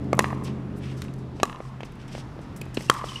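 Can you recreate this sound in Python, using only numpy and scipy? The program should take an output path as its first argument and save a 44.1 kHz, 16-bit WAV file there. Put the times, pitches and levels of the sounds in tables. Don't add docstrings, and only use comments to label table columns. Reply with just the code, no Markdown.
import sys
import numpy as np
from scipy import signal
from scipy.io import wavfile
from scipy.ndimage import uniform_filter1d

SR = 44100
rng = np.random.default_rng(int(sys.argv[2]) if len(sys.argv) > 2 else 0)


def boost(x):
    u = np.asarray(x, float) / 20
    return 10 ** u


def log_audio(samples):
    frames = np.atleast_2d(samples).T
    limited = np.clip(frames, -1, 1)
    pcm = np.round(limited * 32767).astype(np.int16)
    wavfile.write(sys.argv[1], SR, pcm)


N = 141120


def band(x, hz, width):
    widest = 0.47 * SR / hz
    b, a = signal.iirpeak(min(hz, 0.4 * SR), 1 / min(width, widest), fs=SR)
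    return signal.lfilter(b, a, x)


def dull(x, hz):
    return signal.lfilter(*signal.butter(2, min(hz, 0.45 * SR), fs=SR), x)


def thin(x, hz):
    return signal.lfilter(*signal.butter(2, hz, "high", fs=SR), x)


def unit(x):
    return x / np.sqrt(np.mean(x ** 2))


def add(out, start_s, x):
    i = int(start_s * SR)
    out[i:i + len(x)] += x[:len(out) - i]


def fade(t, t60_s):
    return np.exp(-np.log(1000) * t / t60_s)


def walk(rate_hz):
    hold = int(SR / rate_hz)
    steps = np.repeat(rng.standard_normal(N // hold + 1), hold)
    return 1.71 * uniform_filter1d(uniform_filter1d(steps, hold), hold)[:N]


# pitch_hz, level_db (per Hz)
TOWN_COLOUR = [(25, -1), (70, -2), (170, -2), (450, -18), (1200, -18.5), (3000, -32), (7000, -44.5),
               (15000, -54.5)]


def town():
    out, swell = 0, walk(1.0)
    colour_hz, colour_db = np.array(TOWN_COLOUR).T
    for hz in 28 * 2 ** np.arange(0, 9.2, 0.5):
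        level_db = np.interp(np.log(hz), np.log(colour_hz), colour_db) + 10 * np.log10(hz)
        level_db = level_db + 2.57 * swell + 1.04 * walk(7.87)
        noise = band(band(rng.standard_normal(N), hz, 0.45), hz, 0.45)
        out = out + boost(level_db) * unit(noise)
    return boost(-42.5) * unit(out)


# time_s, firing_tone_db, exhaust_db
ENGINE_MOVES = [
    (0, -32.5, -34),
    (.7, -34, -37),
    (1.27, -38, -39.5),
    (1.4, -45, -39.5),
    (1.65, -40.5, -49),
    (1.95, -47, -47.5),
    (2.15, -37.5, -43.5),
    (2.5, -46, -44),
    (2.75, -39.5, -43.5),
    (3.2, -41, -47),
]
# multiple_of_cycle, level_db
EXHAUST_NOTE = [(5, -3), (8, 0), (9, -14.5), (11, -4.5), (12, -13.5), (13, -3), (14, -18), (17, -9.5),
                (18, -8), (19, -36), (22, -13.5), (25, -11.5)]


def engine():
    cycle_hz, sag_hz_per_s, firing_multiple = 16.45, 0.1, 8
    t = np.arange(N) / SR
    time_s, firing_db, exhaust_db = np.array(ENGINE_MOVES).T
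    tone_db = np.interp(t, time_s, firing_db)
    pipe_db = np.interp(t, time_s, exhaust_db)
    near_db = exhaust_db[0] + 1.75 * (pipe_db - exhaust_db[0])
    phase = 2 * np.pi * np.cumsum(cycle_hz - sag_hz_per_s * t) / SR
    roar = band(band(rng.standard_normal(N), 225, 0.61), 273, 1.9)
    out = boost(pipe_db - 3.5) * unit(roar)
    for multiple, db in EXHAUST_NOTE:
        level_db = tone_db + 2.5 if multiple == firing_multiple else near_db + db + 2.5
        flutter_db = 1.62 * walk(22.05)
        wobble = 6.52 * rng.random() + 0.5 * walk(8.91)
        out = out + boost(level_db + flutter_db) * np.sin(multiple * phase + wobble)
    return out


# start_s, level_db, pitch_hz (centre)
GRIT_TICKS = [(.043, -50, 4000), (.15, -40, 9500), (.17, -39, 4200), (.18, -49, 11000), (.186, -48, 6000),
              (.322, -48, 9000), (.9747, -47, 4200), (1.019, -22.5, 1940), (1.041, -47, 10010),
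              (1.138, -41.5, 4100), (1.139, -44, 2300), (1.162, -58, 10000), (1.812, -49, 2400),
              (1.921, -49, 6200), (1.955, -52, 7000), (2.614, -31, 9550), (2.655, -47, 5000),
              (2.82, -39, 4500)]


def grit_ticks():
    out, t = np.zeros(N), np.arange(2000) / SR
    for start_s, level_db, hz in GRIT_TICKS:
        burst = rng.standard_normal(len(t)) * fade(t, 0.022)
        add(out, start_s, boost(level_db - 2.0) * band(burst, hz, 1.86))
    return out


def court(cores, bright):
    scatter_per_s, tail_hz = 140, 1100
    t = np.arange(SR) / SR
    chance, strength = rng.random((2, len(t)))
    scatter = (chance < scatter_per_s / SR) * (strength - 0.5) * 30
    taps = scatter + 0.62 * rng.standard_normal(len(t))
    ring = band(band(taps, tail_hz, 0.29), tail_hz, 0.61)
    ring = ring + 0.52 * band(taps, 1.87 * tail_hz, 0.53)
    splash = dull(thin(rng.standard_normal(len(t)), 1700), 9000)
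    splash = splash * boost(2.3 * walk(115)[:len(t)])
    out = 0
    for source, colour, t60_s, level_db in ((cores, ring, 1.1, -25), (bright, splash, 0.54, -7)):
        tail = boost(level_db) * unit(colour * fade(t, t60_s)) * np.clip(t / 0.0065, 0, 1)
        out = out + signal.fftconvolve(source, tail / np.sqrt(len(t)))[:N]
    return out


def blow(row, sign, modes, ground_ms, ground_db):
    _, thump_db, contact_ms, ring_db, crack_db = row
    t = np.arange(4000) / SR
    u = t * 1000 / contact_ms
    thump = np.sin(np.pi * u) * np.where(u < 1, 1, np.exp(-1.2 * (u - 1)))
    ring = sum(boost(db) * np.sin(2 * np.pi * hz * t) * fade(t, t60_s) for hz, db, t60_s in modes)
    ring = (1 - np.exp(-1.6 * u)) * ring / np.abs(ring).max()
    crack = band(rng.standard_normal(len(t)), 3900, 1.28)
    crack = crack * (fade(t, 0.011) + 0.056 * fade(t, 0.047))
    x = sign * (boost(thump_db) * thump + boost(ring_db) * ring) + boost(crack_db) * crack
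    return x + boost(ground_db) * np.interp(t - ground_ms / 1000, t, x, left=0)


# start_s, thump_db, contact_ms, ring_db, crack_db
BALL_BLOWS = [
    (0.1307, -4.5, 0.83, -5.5, -24),
    (0.1918, -3.5, 0.45, -15.5, -6.5),
    (.193, -4.5, 0.66, -1.5, -13),
    (1.4317, -3.5, 0.67, -4.5, -12),
    (2.8985, -9, 0.51, 7.5, -6.5),
]
PUSH_SIGNS = (-1, 1, -1, 1, 1)
# pitch_hz, level_db, t60_s
BOUNCE_RING = [(385, -4.5, 0.014), (1150, -0.5, 0.019), (1670, -3, 0.006), (2140, -8, 0.017),
               (4400, -19, 0.016), (6019, -20, .007)]
SERVE_RING = [(1020, -7, 0.074), (1800, 12, 0.011), (2580, 7, 0.0099), (4220, -2, 0.0075),
              (6800, -4, 0.006)]
RETURN_RING = [(418, -0.5, 0.023), (800, -19, 0.033), (1154, 4, 0.036), (1665, 0.5, 0.017),
               (2520, -5.5, 0.025), (4010, -4.5, 0.02), (6570, -9.5, 0.018), (7840, -8, 0.014),
               (10800, -18, 0.0091)]
DRIVE_RING = [(474, 1.5, 0.0082), (1121, -1.5, 0.025), (1313, 4, 0.0094), (1630, -3, 0.014),
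              (1900, -21, 0.004), (3176, -3.5, 0.012), (4520, -7, 0.0075), (5860, -12.5, 0.0098),
              (7500, -15, 0.015)]
COURT_DELAY_MS = (1.9, 2.1, 1.6, 1.8, 1.52)
COURT_BOUNCE_DB = (-29, -20, -28, -18, -13.5)


def ball():
    dry, cores, clicks = np.zeros((3, N))
    rings = (BOUNCE_RING, SERVE_RING, SERVE_RING, RETURN_RING, DRIVE_RING)
    settings = zip(BALL_BLOWS, PUSH_SIGNS, rings, COURT_DELAY_MS, COURT_BOUNCE_DB)
    hits = [thin(blow(*each), 129) for each in settings]
    for (start_s, _, _, _, crack_db), hit in zip(BALL_BLOWS, hits):
        add(dry, start_s, hit)
        add(cores, start_s, hit * fade(np.arange(len(hit)) / SR, 0.0059))
        add(clicks, start_s, boost(crack_db) * np.ones(1))
    return hits, dry, cores, clicks


# start_s, level_db, dullness_hz
FENCE_SLAPS = [(0.144, -9, 3020), (.1805, -6, 1300), (.204, -9, 4500), (.2075, -9, 1500),
               (.223, -10, 14000), (0.2564, -16, 4500), (0.303, -15, 2480), (.3285, -5.5, 1180),
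               (.375, -22, 1300), (.422, -16, 1300), (.482, -20, 1200), (1.4533, -13, 13600),
               (1.4545, -14, 4000), (1.4968, -14, 4500), (1.528, -16, 5040), (1.5595, -20.5, 5500),
               (1.586, -26, 1500), (2.912, -25, 7000), (2.9156, -12, 1500), (2.9384, -16, 14000),
               (2.9504, -21.5, 2500), (2.9555, -24, 1300), (2.969, -24, 1300), (2.9867, -31, 1300),
               (3.001, -27, 1300), (3.0127, -27, 1800), (3.0212, -22, 1000), (3.0424, -17.5, 1200),
               (3.134, -30, 1100)]


def fence_slaps(hits):
    out = np.zeros(N)
    t = np.arange(len(hits[0])) / SR
    shorten = fade(t, 0.0059) ** 0.21
    mesh = rng.standard_normal(600) * fade(np.arange(600) / SR, 0.012) / 5.6
    for start_s, level_db, hz in FENCE_SLAPS:
        hit = hits[sum(row[0] < start_s for row in BALL_BLOWS) - 1]
        if hz > 8000:
            slap = thin(signal.fftconvolve(hit, mesh)[:len(t)], 5400)
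        else:
            slap = band(dull(hit, hz), 700 + 0.29 * hz, 0.89)
        add(out, start_s, boost(level_db) * slap * shorten)
    return out


# start_s, thud_db, thud_hz, grit_db, grit_hz
FOOTFALLS = [(.243, -9.5, 1100, -28, 1930), (.918, -46, 800, -49, 2200), (1.049, -35.5, 700, -47, 2200),
             (1.083, -37, 700, -51, 2470), (1.4, -20.5, 630, -36.5, 2400), (1.604, -20.5, 545, -48, 1980),
             (1.806, -24.5, 710, -41, 2380), (1.832, -23.5, 546, -40.5, 2440),
             (2.151, -21.5, 564, -39, 2120), (2.18, -26.5, 600, -57, 2000), (2.366, -30, 347, -75, 1992),
             (2.391, -26, 510, -54.5, 2480), (2.615, -28, 432, -42.5, 2370), (2.665, -31, 450, -62, 2000),
             (2.7704, -38, 600, -31.5, 2880), (2.7736, -11.5, 330, -34, 1970),
             (2.7806, -22, 125, -50, 1800), (2.808, -26.5, 500, -39, 1900), (3.0412, -19, 600, -45, 2210)]


def footfalls():
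    thud_turns, thud_rise = 1.59, 13
    out, t = np.zeros(N), np.arange(2000) / SR
    for start_s, thud_db, thud_hz, grit_db, grit_hz in FOOTFALLS:
        thud = -np.sin(2 * np.pi * thud_hz * t) * (1 - np.exp(-thud_rise * thud_hz * t))
        thud = thud * fade(t, 2 * thud_turns / thud_hz)
        grit = rng.standard_normal(len(t)) * fade(t, 0.026)
        grit = band(band(grit, grit_hz, 0.48), grit_hz, 1.05)
        add(out, start_s, boost(thud_db + 5.5) * thud + boost(grit_db + 17.0) * grit)
    return out


# start_s, length_s, level_db, start_hz, end_hz (centres)
SOLE_SLIDES = [(0.436, 0.008, -52, 9500, 7800), (.443, 0.012, -45, 8500, 4200),
               (0.447, 0.057, -47.5, 3260, 1900), (0.759, 0.025, -57.5, 9900, 10000),
               (.78, 0.23, -65, 9000, 4600), (0.787, 0.14, -52, 2520, 2300), (0.823, .03, -56, 2400, 2100),
               (0.962, 0.078, -54, 5700, 3300), (1.038, .02, -58, 9000, 5300),
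               (1.18, 0.018, -61, 7000, 5000), (1.34, 0.083, -59.5, 3500, 3900),
               (1.599, 0.085, -60.5, 5000, 4500), (1.846, 0.02, -52, 7000, 3400),
               (1.985, 0.072, -57, 3000, 2200), (2.078, 0.015, -49.5, 4950, 2400),
               (2.095, 0.11, -50.5, 3540, 3300), (2.14, 0.044, -51.5, 4500, 3800),
               (2.411, 0.023, -60, 6000, 4500), (2.561, 0.013, -52, 9000, 9700),
               (2.742, 0.012, -42.5, 7900, 5600), (2.746, 0.16, -48.5, 6150, 4400),
               (2.889, 0.11, -46.5, 6000, 3400), (3, 0.19, -43, 4600, 3170)]


def scuffs():
    rise_s, swell_per_s, fall_s, sag_db = 0.0018, 2.85, 0.014, 3
    out, t = np.zeros(N), np.arange(12000) / SR
    for start_s, length_s, level_db, start_hz, end_hz in SOLE_SLIDES:
        noise = rng.standard_normal(len(t))
        u = np.clip(t / length_s, 0, 1)
        env = np.clip(t / (rise_s + swell_per_s * length_s ** 2), 0, 1) ** 1.25
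        env = env * boost(-sag_db * u ** 2) * np.exp(-np.maximum(t - length_s, 0) / fall_s)
        centres = (start_hz, np.sqrt(start_hz * end_hz), end_hz)
        first, middle, last = (unit(band(band(noise, hz, 1), hz, 2.0)) for hz in centres)
        slide = (1 - u) ** 2 * first + 2 * u * (1 - u) * middle + u ** 2 * last
        add(out, start_s, boost(level_db) * env * slide)
    out = out * boost(walk(430) + 1.74 * walk(45.0))
    out[16:] += 0.25 * out[:-16]
    return out


# start_s, length_s, level_db, start_hz, end_hz
SOLE_SQUEAKS = [
    (2.614, 0.0083, -38.5, 2520, 2500),
    (2.883, 0.016, -42.5, 2900, 2650),
    (3.085, .014, -39, 3500, 2950),
    (3.098, 0.019, -46, 2970, 3100),
    (3.122, .012, -50, 3000, 2950),
    (3.157, 0.0085, -30.5, 2930, 2880),
    (3.17, 0.014, -52, 3020, 2900),
]
OVERTONES_DB = (-24, -26)


def squeaks():
    out = np.zeros(N)
    for start_s, length_s, level_db, start_hz, end_hz in SOLE_SQUEAKS:
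        u = np.arange(int(length_s * SR)) / (length_s * SR)
        hz = end_hz + (start_hz - end_hz) * (1 - u) ** 2
        phase = 2 * np.pi * np.cumsum(hz) / SR
        tone = np.sin(phase)
        for harmonic, db in enumerate(OVERTONES_DB, 2):
            tone = tone + boost(db) * np.sin(harmonic * phase)
        add(out, start_s, boost(level_db + 4.5) * np.sin(np.pi * u) ** 0.69 * tone)
    return out


def scene():
    background = town() + engine()
    hits, blows, cores, clicks = ball()
    shoes = thin(grit_ticks() + footfalls(), 110) + scuffs() + squeaks()
    tail = court(2.14 * cores + 1.17 * shoes, clicks + 0.34 * shoes)
    return (blows + fence_slaps(hits) + shoes + tail + background)[None]


def top_cut(x):
    return signal.sosfilt(signal.butter(12, 16520, fs=SR, output="sos"), x)


def record(dry):
    ceiling, knee = 1.03, 6
    edge = signal.butter(8, 15300, fs=SR, output="sos")
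    x = signal.sosfilt(edge, dull(dry, 12650)) / ceiling
    clipped = ceiling * x / (1 + np.abs(x) ** knee) ** (1 / knee)
    return top_cut(clipped)


dry = scene()
out = record(dry)
log_audio(out)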